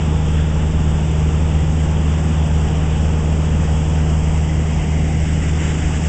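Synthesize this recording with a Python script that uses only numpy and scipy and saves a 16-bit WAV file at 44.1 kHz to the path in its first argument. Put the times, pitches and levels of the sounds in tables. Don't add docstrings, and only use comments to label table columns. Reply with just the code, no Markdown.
import sys
import numpy as np
from scipy import signal
from scipy.fft import rfft, irfft, next_fast_len
from scipy.io import wavfile
from scipy.ndimage import uniform_filter1d, map_coordinates

SR = 44100
rng = np.random.default_rng(int(sys.argv[2]) if len(sys.argv) > 2 else 0)


def how_loud(loudness_db):
    steps = np.asarray(loudness_db, float) / 20
    return 10 ** steps


def output_pcm(signal):
    pcm = np.clip(np.atleast_2d(signal).T, -1, 1) * 32767
    wavfile.write(sys.argv[1], SR, np.round(pcm).astype(np.int16))


N = 268128

# (time [s], rate [Hz])
CYCLE_RATE = [
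    (0, 19.28),
    (3.3, 19.317),
    (6.08, 19.37),
]
# (order [-], rms level [dB])
ENGINE_HARMONICS = [(1, -33.8), (4, -17.7), (5, -37.7), (8, -21.2), (9, -34.1), (11, -39.1), (12, -40.1),
                    (13, -44.1), (14, -46.7), (16, -46.2), (17, -48.7), (18, -50.2), (20, -47.0),
                    (22, -52.3), (24, -40.5), (25, -51.4), (26, -54.2), (28, -47.2), (29, -52.0),
                    (30, -53.7), (32, -47.3), (33, -55.1), (37, -55.3), (40, -51.3), (41, -50.0),
                    (43, -55.3), (44, -47.3), (48, -53.1), (60, -61.5)]
# (frequency [Hz], rms level [dB])
AIRFRAME_SHAKE = (20.15, -37)
# (frequency [Hz], density [dB per Hz])
BUFFET_SPECTRUM = [(12, -11), (30, -10.5), (45, -0.7), (66, 2.5), (86, -2), (130, -4.5), (200, -8),
                   (280, -12), (430, -16.5), (700, -21.5), (900, -19.5), (1100, -32)]
# (frequency [Hz], width [Hz], level [dB])
CABIN_MODES = [
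    (34, 8, 3),
    (84, 9, -3),
    (110, 10, -1.5),
    (130, 12, 1.5),
    (155, 12, -2.5),
    (196, 14, 3.5),
    (230, 16, 1.5),
    (292, 18, 2),
    (345, 18, 1.5),
    (420, 22, 1.5),
]
# (frequency [Hz], density [dB per Hz])
SKIN_SPECTRUM = [(530, -32), (900, -8), (1090, -4.5), (1990, -8), (2130, -11.5), (2790, -9), (3330, -9),
                 (3560, -12.5), (3980, -28), (4300, -28.5), (5590, -58.5), (9460, -120)]
# (frequency [Hz], density [dB per Hz])
SEAL_SPECTRUM = [(900, -41.5), (1500, -13.5), (2900, 4.5), (3500, -22.5), (3900, -30.5), (4200, -22.5),
                 (4600, -7), (5300, -1.5), (6400, -2), (7500, 1.5), (8000, -4.5)]
# (time [s], turn [0 = out of the window, 1 = at the door post])
CAMERA_PAN = [
    (0, 0),
    (3.8, 0.5),
    (4.4, 0.67),
    (4.9, .8),
    (5.3, 1.01),
    (5.6, 1.2),
    (6.08, 1.4),
]
# (frequency [Hz], width [Hz])
PANEL_MODES = [
    (3510, 120),
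    (720, 54),
    (280, 130),
]
# (rest level [dB], change [dB], centre [turns], spread [turns])
PANEL_SHADE = [
    (0.5, -8, .68, .4),
    (0.7, 5.5, .9, .6),
    (0.53, 0.4, 1.05, 0.32),
]
# (time [s], peak level [dB])
GAP_PUFFS = [
    (5.3, -42.5),
    (5.43, -43.5),
    (5.485, -36.5),
    (5.63, -32),
    (5.705, -32.5),
    (5.79, -38.5),
    (5.86, -34.5),
    (5.955, -35),
    (6.05, -36.5),
]
# (frequency [Hz], density [dB per Hz])
PUFF_SPECTRUM = [(600, -43), (1100, -10), (1500, 1), (1950, 2), (2900, -1), (3500, -10.5), (3900, -12),
                 (4250, -32), (4800, -20.5), (7500, -4), (8000, -17)]
# (frequency [Hz], gain [dB])
OUTPUT_FILTER = [(7000, 1.5), (7700, 3.5), (8000, 5.5), (8300, -5), (8800, -25), (8960, -33), (9150, -65),
                 (9400, -120)]

THIN_TURN, THIN_SPREAD = 0.7, 0.05
THIN_DB, UPPER_THIN_DB, PUFF_DUCK_DB = -1, -3, -2
BUFFET_DB, BUFFET_POST_DB, BUFFET_TURN, BUFFET_SPREAD = -23, 1.4, 1.13, 0.14
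HISS_DB, HISS_GROWS_DB, HISS_PUFF_DB = -39.5, 3, 0.5
SONG_DB, SONG_FAR_DB, SONG_TURN, SONG_SPREAD = -45, -54.5, 0.93, 0.33
HOLLOW_HZ, HOLLOW_SLIDE_HZ, HOLLOW_LOWEST_HZ = 1750, 700, 850
HOLLOW_REST_DB, HOLLOW_DEEP_DB, HOLLOW_TURN, HOLLOW_SPREAD = -0.9, -5, 0.94, 0.19
PUFF_RISE_S, PUFF_FALL_S = 0.045, 0.03
CAMERA_RATE_HZ, INPUT_LIMIT = 16000, 0.495


def unit(x):
    return x / np.sqrt(np.mean(x ** 2) + 1e-20)


def bump(x, centre, width):
    return np.exp(-((x - centre) / width) ** 2)


def along(points, hz):
    f, v = np.transpose(points)
    return np.interp(np.log(hz + 1), np.log(f + 1), v)


def over_time(rows, t=None):
    s, values = np.transpose(rows)
    return np.interp(np.arange(N) / SR if t is None else t, s, values)


def wobble(rate):
    knots = rng.standard_normal(int(N * rate / SR) + 4)
    return map_coordinates(knots, [np.arange(N) * rate / SR])


def filtered(x, response):
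    m = next_fast_len(N + 8192)
    return irfft(rfft(x, m) * response(np.fft.rfftfreq(m, 1 / SR)), m)[:N]


def rush(spectrum, patchy_db):
    z = signal.stft(rng.standard_normal(N), nperseg=512)[2]
    field = uniform_filter1d(rng.standard_normal(z.shape), size=6, axis=0)
    field = uniform_filter1d(field, size=14, axis=1)
    noise = signal.istft(z * how_loud(patchy_db * unit(field)), nperseg=512)[1][:N]
    return unit(filtered(noise, lambda hz: how_loud(along(spectrum, hz))))


def cycle_phase():
    return 2 * np.pi * np.cumsum(over_time(CYCLE_RATE)) / SR


def engine():
    phase = cycle_phase()
    puffs = puffing()
    shaded = 0.5 + 0.5 * np.tanh((over_time(CAMERA_PAN) - THIN_TURN) / THIN_SPREAD)
    all_db = THIN_DB * shaded + PUFF_DUCK_DB * puffs / puffs.max()
    upper_db = UPPER_THIN_DB * shaded
    set_phases = {4: 0, 5: 0, 8: np.pi / 2, 9: -3 * np.pi / 4}
    drone = np.zeros(N)
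    for order, db in ENGINE_HARMONICS:
        start = set_phases.get(order, rng.uniform(0, 2 * np.pi))
        flicker_db = np.clip(0.1 * max(order - 7, 0) * wobble(5), -7, 3)
        level_db = db + flicker_db + upper_db * (order > 20)
        drone += np.sqrt(2) * how_loud(level_db) * np.cos(order * phase + start)
    return how_loud(all_db) * drone


def airframe():
    hz, db = AIRFRAME_SHAKE
    phase = 2 * np.pi * hz * np.arange(N) / SR + 0.9 * wobble(1.9)
    return np.sqrt(2) * how_loud(db + 1.8 * wobble(1.8)) * np.cos(phase)


def buffeting():
    spectrum = [(2, -63), (9, -26.5)] + BUFFET_SPECTRUM + [(1500, -36), (3000, -120)]
    low = rush(spectrum, patchy_db=0.5)
    low = filtered(low, lambda hz: how_loud(sum(db * bump(hz, c, w) for c, w, db in CABIN_MODES)))
    upper = filtered(low, lambda hz: np.clip((hz - 250) / 100, 0, 1))
    beat_db = 0.27 * np.cos(4 * cycle_phase() - 1.5)
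    low = low + upper * (how_loud(beat_db) - 1)
    post_db = BUFFET_POST_DB * bump(over_time(CAMERA_PAN), BUFFET_TURN, BUFFET_SPREAD)
    return how_loud(BUFFET_DB + post_db + 0.2 * wobble(1.6)) * low


def skin_roar(flutter):
    return how_loud(-36.5 + 0.48 * wobble(3.99) + 0.5 * flutter) * rush(SKIN_SPECTRUM, patchy_db=1)


def position(x):
    hz, t, z = signal.stft(x, SR, nperseg=1024)
    hz = hz[:, None]
    turn = over_time(CAMERA_PAN, t)
    centre = np.maximum(HOLLOW_HZ - HOLLOW_SLIDE_HZ * turn ** 3, HOLLOW_LOWEST_HZ)
    depth_db = HOLLOW_REST_DB + HOLLOW_DEEP_DB * bump(turn, HOLLOW_TURN, HOLLOW_SPREAD)
    colour_db = depth_db * bump(hz, centre, 370)
    for (rest_db, change_db, at, spread), (mode_hz, width_hz) in zip(PANEL_SHADE, PANEL_MODES):
        panel_db = rest_db + change_db * bump(turn, at, spread)
        colour_db = colour_db + panel_db * bump(hz, mode_hz, width_hz)
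    return signal.istft(z * how_loud(colour_db), SR, nperseg=1024)[1][:N]


def seal_hiss(flutter):
    puffs = puffing()
    hiss_db = HISS_DB + HISS_GROWS_DB * over_time(CAMERA_PAN) + HISS_PUFF_DB * puffs / puffs.max()
    return how_loud(hiss_db + 0.16 * flutter + 0.59 * wobble(60)) * rush(SEAL_SPECTRUM, patchy_db=0.27)


def gap_song(flutter):
    def resonance(f):
        return 1j * f * 350 / (2080 ** 2 - f * f + 1j * f * 350)

    song = unit(filtered(rng.standard_normal(N), lambda f: resonance(f) ** 2))
    offset = (over_time(CAMERA_PAN) - SONG_TURN) / SONG_SPREAD
    facing = np.exp(-offset ** 4)
    return (how_loud(SONG_FAR_DB) + how_loud(SONG_DB) * facing) * how_loud(0.42 * flutter) * song


def puffing():
    s, db = np.transpose(GAP_PUFFS)
    late = np.arange(N) / SR - s[:, None]
    return how_loud(db) @ bump(late, 0, np.where(late < 0, PUFF_RISE_S, PUFF_FALL_S))


def gap_puffs():
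    return puffing() * rush(PUFF_SPECTRUM, patchy_db=-0.5)


def scene():
    flutter = wobble(18)
    cabin = position(engine() + airframe() + buffeting() + skin_roar(flutter))
    draught = seal_hiss(flutter) + gap_song(flutter) + gap_puffs()
    return (cabin + draught)[None]


def roll_off(x):
    return signal.sosfilt(signal.butter(12, 9310, fs=SR, output="sos"), x)


def record(dry):
    limited = np.clip(dry[0], -INPUT_LIMIT, INPUT_LIMIT)
    kept = filtered(limited, lambda hz: hz < CAMERA_RATE_HZ / 2)
    mirror = 2 * kept * np.cos(2 * np.pi * CAMERA_RATE_HZ * np.arange(N) / SR)
    smooth = filtered(kept + mirror, lambda hz: how_loud(along(OUTPUT_FILTER, hz) - along(OUTPUT_FILTER, 0)))
    return roll_off(smooth[None])


dry = scene()
out = record(dry)
output_pcm(out)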